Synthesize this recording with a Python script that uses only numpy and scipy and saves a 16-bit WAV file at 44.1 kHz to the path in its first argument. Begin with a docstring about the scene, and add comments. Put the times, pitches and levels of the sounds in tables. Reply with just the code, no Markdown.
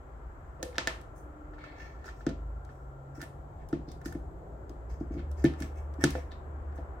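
"""Small room, half a metre from a phone: a hand lifts a plastic plug off a desk and works it into a wall socket.
Pushes knock a hollow panel (decaying modes); shell and pins click (tick, grit, short modes).
Fingers and cable rub (slip noise through resonances); the room answers with a noise tail.
Traffic through the walls: drones (gliding sines), rumble, roar and whine (coloured noise), over microphone hiss."""
import sys
import numpy as np
from scipy import signal
from scipy.fft import rfft, irfft
from scipy.io import wavfile
from scipy.ndimage import uniform_filter1d

SR = 44100
rng = np.random.default_rng(int(sys.argv[2]) if len(sys.argv) > 2 else 0)


def unload_wav(signal):
    """Save mono or channel-first audio to the path in sys.argv[1] as 16-bit WAV at rate SR, clipped to [-1, 1]."""
    wavfile.write(
        sys.argv[1],
        SR,
        np.round(np.clip(np.atleast_2d(signal).T, -1, 1) * 32767).astype(np.int16),
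    )


N = 308700
T = np.arange(N) / SR
RING_T = np.arange(int(.25 * SR)) / SR  # time axis of one blow


def undb(db):
    """Amplitude factor of a level in dB."""
    return 10 ** (np.asarray(db) / 20)


def on_log(table, hz, column):
    """Read a table between its rows on a log-frequency axis."""
    table = np.array(table, float)
    return np.interp(np.log(np.maximum(hz, 1)), np.log(table[:, 0]), table[:, column])


def walk(rate_hz):
    """Random levels held 1 / rate_hz s and slewed twice; spread near 1."""
    hold = int(SR / rate_hz)
    steps = np.repeat(rng.standard_normal(N // hold + 1), hold)
    return 1.514 * uniform_filter1d(uniform_filter1d(steps, hold), hold)[:N]


def add(out, start_s, sound):
    """Mix a sound in at start_s."""
    i = int(start_s * SR)
    out[:, i:i + sound.shape[1]] += sound[:, :N - i]


def resonate(x, hz, q):
    """A resonance applied twice, for steep flanks."""
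    peak = signal.iirpeak(hz, q, fs=SR)
    return signal.lfilter(*peak, signal.lfilter(*peak, x))


def ring(modes, push_s, scatter_db, turn, detune, favour_db=0, together=False):
    """One blow on a set of modes, peak 1; each mode is turned in phase between the two ports."""
    hz, db, t60_s = np.transpose(modes)[:, :, None]
    level_chance, pitch_chance, turn_chance = rng.standard_normal((3, len(modes), 1))
    # neighbouring modes starting against each other make the ring swell
    sign = 1 if together else (-1) ** np.arange(len(modes))[:, None]
    decay = sign * undb(db + favour_db + scatter_db * level_chance - 60 * RING_T / t60_s)
    phase = 2 * np.pi * hz * (1 + detune * pitch_chance) * RING_T
    direct = decay * np.sin(phase)
    turned = decay * turn * np.tanh(turn_chance) * np.cos(phase)
    pair = np.array([(direct + turned).sum(axis=0), (direct - turned).sum(axis=0)])
    # a soft contact lets the ring build up
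    pair *= np.sin(np.pi / 2 * np.clip(RING_T / push_s, 0, 1)) ** 2
    return pair / abs(pair.mean(axis=0)).max()


# centre of crack and hiss, and share above about 8 kHz, at brightness 0 and 1
DULL_HZ, BRIGHT_HZ = 3000, 8030
DULL_TOP_DB, BRIGHT_TOP_DB = -20, 2


def treble(bright):
    """Centre in Hz (geometric glide) and top share in dB (linear) for a brightness of 0-1."""
    centre_hz = DULL_HZ * (BRIGHT_HZ / DULL_HZ) ** bright
    return centre_hz, DULL_TOP_DB + (BRIGHT_TOP_DB - DULL_TOP_DB) * bright


def high_band():
    """Filter for the top of clicks and slides."""
    return signal.butter(2, 8500., "highpass", fs=SR, output="sos")


# stereo ports: f/Hz, likeness of left and right (-1 to 1), left minus right/dB
PORTS = [(120, 0.97, 0.5), (307, 0.84, 0), (510, 0.76, 0.5), (695, 0.06, 4), (1500, -.2, 3.5), (4020, 0, 1),
         (7600, 0, 7.5), (13000, 0.3, 3)]


def stereo_spectra(size):
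    """Frequencies, then left and right noise spectra as alike as the ports hear sound from all sides."""
    hz = np.arange(size // 2 + 1) * SR / size
    like = np.clip(on_log(PORTS, hz, column=1), -1, 1)
    mid, side = rfft(rng.standard_normal((2, size))) * np.sqrt([1 + like, 1 - like])
    return hz, np.array([mid + side, mid - side])


def diffuse(colour, flicker_db, rate_hz):
    """Stereo noise of a given colour from all sides, mono RMS 1; each octave flickers alone."""
    hz, both = stereo_spectra(N)
    lean = undb(on_log(PORTS, hz, column=2) / 2)
    both = both * np.array([lean, 1 / lean]) * undb(on_log(colour, hz, column=1))
    low_hz, high_hz = colour[0][0], colour[-1][0]
    octave, out = np.log2(np.maximum(hz, 1) / low_hz), 0
    for k in range(int(np.log2(high_hz / low_hz)) + 2):
        band = irfft(both * np.clip(1 - abs(octave - k), 0, 1), N)
        out = out + band * undb(flicker_db * walk(rate_hz))
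    return out / np.sqrt(np.mean(out.mean(axis=0) ** 2))


# traffic swells: t/s, rumble/dB, tyre roar/dB, top of the roar/dB
TRAFFIC = [(0.0, -46.5, -57, -61), (1.7, -46, -53.5, -62.5), (2.998, -50, -56, -65),
           (3.5, -42.5, -53.5, -65.5), (4.5, -44.5, -53.5, -64.5), (5.701, -44.5, -52.5, -60),
           (7.0, -42.5, -52, -59)]
# whine swells: t/s, level/dB
WHINE_LEVEL = [(0, -71.5), (1.7, -66), (3.2, -66), (3.6, -74.5), (7, -73.5)]
# noise colours: f/Hz, relative level per Hz/dB
RUMBLE = [(12, -59.5), (20, -18.5), (37, -5.5), (59, 6.5), (97, -8.5), (118, -10), (140, -7.5),
          (172, -16.5), (280, -38), (360, -66), (620, -120)]
ROAR = [(110, -57), (190, -12), (230, -8.5), (264, -4.5), (398, -2.5), (439, -7.5), (541, -5), (771, -5.5),
        (1300, -27), (1690, -34), (2860, -120)]
ROAR_TOP = [(700, -7), (950, 0.5), (1200, -1), (1600, -6.5), (2000, -13.5), (2600, -24), (3300, -29),
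            (4500, -69)]
WHINE = [(1200, -68), (1310, -8.5), (1350, 4.5), (1400, -2), (1500, -42.5)]
HISS = [(1470, -28), (2500, -9), (2600, -25), (3010, -1.5), (3980, -4.5), (5110, -7), (5870, -7.5),
        (7590, 2), (9290, -19), (13400, -7), (16000, -20)]
HISS_DB = -82


def background():
    """Coloured noise: rumble, tyre roar and narrow whine from outside, over steady microphone hiss."""
    s, *columns = np.transpose(TRAFFIC)
    rumble, roar, top = (undb(np.interp(T, s, db)) for db in columns)
    whine = undb(np.interp(T, *np.transpose(WHINE_LEVEL)))
    outside = rumble * diffuse(RUMBLE, 1.6, 4.)
    outside += roar * diffuse(ROAR, 0.95, 2.79)
    outside += top * diffuse(ROAR_TOP, 0.74, 5.6)
    outside += whine * diffuse(WHINE, 0.49, 39.0)
    return outside + undb(HISS_DB) * diffuse(HISS, 0.4, 9.7)


# skin, cable and pins sliding: t/s, length/s, hiss level/dB, shell level/dB, shell mode f/Hz, brightness (0-1)
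RUB = [ (0.588, .045, -90, -46, 400, .3), (0.624, .036, -80, -40, 500, .3),
       (0.628, 0.13, -69, -65, 1990, 0.4), (1.144, 0.089, -69, -88, 2310, 0.82),
       (1.551, 0.38, -70.5, -58, 2150, 0.05), (1.738, 0.27, -67.5, -55, 2040, 0.4),
       (1.962, 0.21, -83, -65, 1800, 0.4), (2.044, 0.074, -61, -53.5, 1360, 0.53),
       (2.136, 0.12, -73, -69, 1400, 0.6), (2.635, 0.32, -82.5, -81, 1880, 0.68),
       (3.138, .08, -67, -62, 1480, .65), (3.183, 0.079, -66, -56, 1700, 0.64),
       (3.581, 0.096, -87, -68, 2100, 0.5), (3.865, 0.11, -65, -73, 2300, 0.22),
       (4.037, 0.088, -58, -57, 1550, 0.53), (4.11, 0.066, -74, -65.5, 1520, 0.5),
       (4.878, 0.12, -69.5, -67.5, 2200, 0.52), (4.99, 0.051, -73.5, -73, 2010, 0.53),
       (5.097, 0.14, -73, -68.5, 2130, 0.52), (5.16, 0.093, -74, -60, 2400, 0.05),
       (5.356, 0.13, -66, -64.5, 2210, 0.53), (5.568, 0.13, -60.5, -55.5, 2120, 0.68),
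       (5.737, 0.1, -70.5, -64.5, 2190, 0.7), (5.982, 0.15, -59.5, -46, 1800, 0.64),
       (6.058, 0.19, -62.5, -55.5, 2120, 0.6), (6.305, 0.036, -59, -75, 3000, 0),
       (6.739, 0.094, -74.5, -69.5, 1500, 0.74), ]
# modes of panel, panel upper range, plug shell, pins: f/Hz, level/dB, t60/s
PANEL = [(149.9, -5, 0.23), (221.8, -12.5, 0.36), (281.7, 4, 0.11), (338.4, -1, 0.099), (433, -12.5, 0.17)]
PANEL_UPPER = [(505, 7, 0.031), (577, -17.5, 0.044), (677.5, -6, 0.1), (809, -11, 0.065)]
SHELL = [(920, -2, .05), (1300, 3, .04), (1470, 6, .028), (1770, 8, .045), (2180, 3, .035),
         (2500, -3, .025), (3100, -2, .03)]
PINS = [(3650, -11, .03), (4270, -8, .022), (4900, -8, .02), (5550, -5, .022), (6350, -6, .022),
        (7500, -8, .014)]
RUB_RISE = 0.24  # share of a slide spent swelling
SLIPS_PER_S, SLIP_DB = 150, 5.5  # catches that stand out of the hiss; mean size before clipping
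SLIP_DECAY_S = 0.0006


def rubbing():
    """Dense uneven slips swell and die: gritty hiss that stirs pin, shell and desk modes near the rub."""
    out = np.zeros((2, N))
    grit = undb(2.6 * walk(220) + 1.5 * walk(51))
    caught = rng.random(N) < SLIPS_PER_S / SR
    slips = caught * (undb(SLIP_DB * rng.exponential(size=N).clip(0, 2.5)) - 1)
    grit *= 1 + signal.fftconvolve(slips, np.exp(-T[:400] / SLIP_DECAY_S))[:N]
    top = high_band()
    for start_s, length_s, db, shell_db, shell_hz, bright in RUB:
        hiss_hz, top_db = treble(bright)
        i, size = int(start_s * SR), int(length_s * SR)
        ramp = np.interp(np.arange(size) / size, [0, RUB_RISE, 1], [0, 1, 0])
        swell = np.sin(np.pi / 2 * ramp) ** 2
        noise = rng.standard_normal((3, 2, size)) * swell * grit[i:i + size]

        shell = 0
        for hz, mode_db, _ in PANEL[3:] + PANEL_UPPER + SHELL:
            distance_oct = abs(np.log2(hz / shell_hz))
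            shell = shell + undb(mode_db - 17 * distance_oct) * resonate(noise[1], hz, 6.8)
        scratch = 0
        for hz, mode_db, _ in PINS:
            distance_oct = abs(np.log2(hz / hiss_hz))
            scratch = scratch + undb(mode_db - 40 * distance_oct) * resonate(noise[0], hz, 14.)

        middle = signal.butter(2, [hiss_hz / 0.89, hiss_hz * 1.47], "bandpass", fs=SR, output="sos")
        hiss = signal.sosfilt(middle, noise[0]) + undb(16) * scratch
        fizz = signal.sosfilt(top, noise[2])
        mix = undb(db) * hiss / hiss.std()
        mix += undb(shell_db) * shell / shell.std()
        mix += undb(db + top_db) * fizz / fizz.std()
        add(out, start_s, np.sqrt(np.mean(swell ** 2)) * mix)
    return out * undb([[-.6], [.6]])


# reverberation: f/Hz, t60/s
ROOM = [(250, 0.3), (700, 0.49), (2000, 0.35), (5000, 0.29), (11000, 0.4)]


def room(x):
    """Decaying noise tail, band by band; the bass is alike at both ports."""
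    size = int(.6 * SR)
    t = np.arange(size) / SR
    hz, both = stereo_spectra(size)
    centres = np.log(np.array(ROOM)[:, 0])
    tail = 0
    for k, (_, t60_s) in enumerate(ROOM):
        share = np.interp(np.log(hz + 1), centres, np.arange(len(ROOM)) == k)
        tail = tail + irfft(both * share, size) * undb(-60 * t / t60_s)
    # first reflections come from desk and wall
    tail *= np.clip((t - .001) / 0.002, 0, 1) * (1 + 0.55 * np.exp(-t / 0.057))
    tail /= np.sqrt((tail ** 2).sum() / 2)
    return signal.fftconvolve(x.mean(axis=0)[None], tail, axes=1)[:, :N]


# blows on panel and desk: t/s, level/dB, share of the upper modes/dB, push/ms
KNOCKS = [(0.628, -31, 2, 2.1), (0.78, -32, 3, 2.5), (0.871, -32, 3, 2.6), (2.265, -14.5, -14, 4.1),
          (2.287, -27, -7.5, 9.2), (2.31, -31.5, -12, 5.1), (3.176, -35, -21, 15), (3.223, -35.5, -12, 14),
          (3.728, -16, -18.5, 2.9), (3.788, -31, -20, 9), (3.876, -33, -28, 13), (4.057, -25, -22, 7.5),
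          (4.15, -24, -17, 4), (4.696, -35.5, -28, 12), (5.007, -22, -14.5, 5.5), (5.105, -26.5, -20, 7.6),
          (5.145, -30.5, -19, 12), (5.162, -26, -18, 16), (5.194, -33, -11, 6.6),
          (5.4411, -6.5, -18.5, 3.5), (5.4564, -15, -14.5, 3.7), (5.607, -25, -22, 6.8),
          (5.629, -28, -17, 12), (5.983, -30, -25.5, 15), (6.008, -33.5, -7, 8.4),
          (6.0393, -8.5, -11.5, 1.67), (6.153, -29, 6.5, 0.94), (6.161, -35, 2.5, 3), (6.18, -38.5, 8, 7.1),
          (6.783, -34.5, 0, 9.8)]
HARD_MS = 2  # shorter pushes start the modes together


def knocks():
    """The hollow panel thumps; its close modes beat until the pressing hand stills them."""
    out = np.zeros((2, N))
    still = 0.28 + 0.5 / (1 + (RING_T / 0.029) ** 6)
    for s, db, upper_db, push_ms in KNOCKS:
        push_s = push_ms / 1000
        thump = ring(PANEL, push_s, .7, .1, .006, together=push_ms < HARD_MS)
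        thump += undb(upper_db) * ring(PANEL_UPPER, push_s, 1.2, .6, .015)
        add(out, s - .0006, -undb(db) * thump * still)
    return out * undb([[.45], [-.45]])


# clicks of shell and pins: t/s, treble level/dB, shell level/dB, favoured shell mode f/Hz,
# brightness (0-1), contact/ms
CLICKS = [ (.628, -23.5, -34.5, 1700, 0.83, 2.37), (.728, -59, -53, 2310, 0, 2),
          (.745, -52, -52, 1545, 0.2, 2.2), (.756, -46, -43.5, 1720, 0, 1.7),
          (0.763, -48, -52, 1720, .6, 2.8), (0.7823, -17.5, -21.5, 1500, 0.35, 0.94),
          (0.8734, -19, -20.5, 1800, 0.73, 1.1), (1.0132, -51, -61, 1370, 1, 2.9),
          (1.536, -74, -47.5, 1370, 0.06, 2.7), (1.582, -69, -44.5, 1290, 0.1, 3.4),
          (1.639, -54, -40, 1290, 0.4, 3.3), (2.043, -52, -46, 1450, 0.5, 2.7),
          (2.052, -58, -55, 1450, .45, 1.6), (2.068, -52, -45.5, 1400, .6, 3),
          (2.079, -60, -40, 1400, .5, 3), (2.088, -60, -40, 1400, .5, 3), (2.207, -70, -46, 1420, 0.3, 3.8),
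          (2.2654, -33, -32, 1420, 0.44, 2.6), (2.29, -41.5, -41.5, 1480, 0.4, 6),
          (2.303, -61, -48, 1480, 0.4, 2), (2.649, -53.5, -69, 1360, 0.74, 3.6),
          (2.691, -76, -49, 1500, 0.1, 2.7), (3.204, -51, -41.5, 1450, 0.2, 3.5),
          (3.2147, -36.5, -36, 1600, 0.87, 8.3), (3.227, -46, -42, 1500, 0.3, 3),
          (3.236, -48, -43, 1750, 0.93, 5.3), (3.688, -49.5, -66, 1300, 1, 2.6),
          (3.728, -45, -37, 1340, 0.4, 2.6), (3.887, -53, -70, 2300, 0, 2.4),
          (3.898, -60, -70, 2300, 0.5, 3), (3.917, -43, -67, 2300, 0.88, 2.5),
          (4.0145, -55, -49.5, 1540, 0.9, 3.4), (4.057, -35, -37, 1500, 0.9, 6.7),
          (4.124, -45.5, -42, 1530, 0.92, 4.7), (4.149, -62, -52, 1890, 0.6, 3),
          (4.695, -47, -62, 1330, 0.83, 1.44), (5.193, -51.5, -44.5, 1370, 0.1, 3),
          (5.3143, -49, -56, 1150, 1, 3.2), (5.441, -35, -30.5, 1690, 0.89, 4.3),
          (5.45, -32.5, -28.5, 1900, 0, 3.2), (5.459, -37, -33, 2520, 0.7, 5.3),
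          (5.5375, -56, -43.5, 1300, .1, 1.4), (5.602, -41, -45, 1240, 0.97, 6),
          (5.622, -34.5, -37.5, 1930, 0.63, 3), (5.939, -51, -69, 1390, 0.8, 3.4),
          (6.0392, -15, -16.5, 1550, 0.75, 3.6), (6.105, -33.5, -52, 2070, 0.9, 4.4),
          (6.152, -48.5, -36, 1500, 0, 2.5), (6.318, -45, -48, 1810, 0, 2.2),
          (6.724, -69, -57, 1400, 0.5, 1.7), (6.778, -62, -49, 1420, 0.4, 2.7), ]
PINS_DB = -7.5  # share of the pin modes in the crack


def clicks():
    """A tick, a gritty contact of a few ms, then a short ring of the shell modes nearest the place struck.
    Second output: the same blows averaged over all directions, smooth in colour, as the walls receive them."""
    near, around = np.zeros((2, N)), np.zeros((2, N))
    top = high_band()
    shell_mode_hz, pin_mode_hz = np.array(SHELL)[:, :1], np.array(PINS)[:, :1]
    tick = -np.exp(-((RING_T - .0002) / .00004) ** 2)
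    for s, db, shell_db, struck_hz, bright, contact_ms in CLICKS:
        crack_hz, top_db = treble(bright)
        contact_s = contact_ms / 1000
        edge = min(0.00084 / contact_s, 1) ** 2 * tick  # long contacts have little edge
        grit_shape = np.exp(-RING_T / contact_s) * np.clip(RING_T / (0.16 * contact_s), 0, 1)
        grit = rng.standard_normal((2, len(RING_T))) * undb(-19.5) * grit_shape
        middle = signal.butter(2, [crack_hz / 3.1, crack_hz * 1.73], "bandpass", fs=SR, output="sos")
        crack = signal.sosfilt(middle, edge + grit)
        fizz = signal.sosfilt(top, edge + grit)

        shell_favour_db = -24 * abs(np.log2(shell_mode_hz / struck_hz))
        shell = ring(SHELL, .15 * contact_s, .8, 1.2, .008, favour_db=shell_favour_db)
        shell += 3.3 * edge
        pin_favour_db = -14 * abs(np.log2(pin_mode_hz / crack_hz))
        pins = ring(PINS, .1 * contact_s, 2.5, 1.3, .015, favour_db=pin_favour_db)

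        parts = [crack / abs(crack).max() + undb(PINS_DB) * pins,
                 undb(top_db) * fizz / abs(fizz).max(),
                 undb(shell_db - db) * shell]
        add(near, s, undb(db) * sum(parts))

        body = signal.butter(1, [struck_hz / 2.0, struck_hz * 1.36], "bandpass", fs=SR, output="sos")
        for part, band in zip(parts, (middle, top, body)):
            smooth = signal.sosfilt(band, tick)[None]
            same_energy = np.sqrt(np.sum(part ** 2) / 2 / np.sum(smooth ** 2))
            add(around, s, undb(db) * same_energy * smooth)
        add(around, s, undb(db - 10.0) * parts[2])  # a trace of the shell's ring carries into the room
    return near * undb([[-1.2], [1.2]]), around


# engine tones: start t/s, end t/s, first f/Hz, last f/Hz, first level/dB, last level/dB
DRONES = [(2, 3.9, 124, 144, -54.5, -52), (5, 7.4, 73.5, 72, -39.5, -41.5), (4, 8, 55, 79, -56, -45),
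          (2.0, 2.87, 69, 87, -50, -50), (2, 3.2, 50, 59, -42.5, -49.5), (1.2, 1.7, 30, 54, -50, -50.5),
          (3.0, 4.7, 140, 180, -58.5, -56.5), (1.0, 1.93, 303, 300, -62, -55)]
DRONE_FADE_S = 0.41


def drones():
    """Engine tones: gliding sines that waver in pitch and level and fade in and out."""
    out = 0
    for start_s, end_s, first_hz, last_hz, first_db, last_db in DRONES:
        span = [start_s, end_s]
        fade = np.clip(np.minimum(T - start_s, end_s - T) / DRONE_FADE_S, 0, 1)
        hz = np.interp(T, span, [first_hz, last_hz]) + 0.5 * walk(4.5)
        tone = np.sin(2 * np.pi * np.cumsum(hz) / SR + rng.uniform(0, 2 * np.pi))
        level_db = np.interp(T, span, [first_db, last_db]) + 2.9 * walk(3.82)
        out = out + np.sqrt(2) * fade * undb(level_db) * tone
    return out


def scene():
    """Sum the direct sounds, the room's answer to the handling, and the traffic."""
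    thumps, (ticks, spread), rubs = knocks(), clicks(), rubbing()
    wet = room(undb(-8) * thumps + undb(-4.0) * spread + undb(2.0) * rubs)
    return thumps + ticks + rubs + wet + drones() + background()


TOP_HZ = 15900


def record(dry):
    """The phone cuts the top: steep elliptic low-pass."""
    return signal.sosfilt(signal.ellip(8, .2, 70, TOP_HZ, fs=SR, output="sos"), dry)


dry = scene()
out = record(dry)
unload_wav(out)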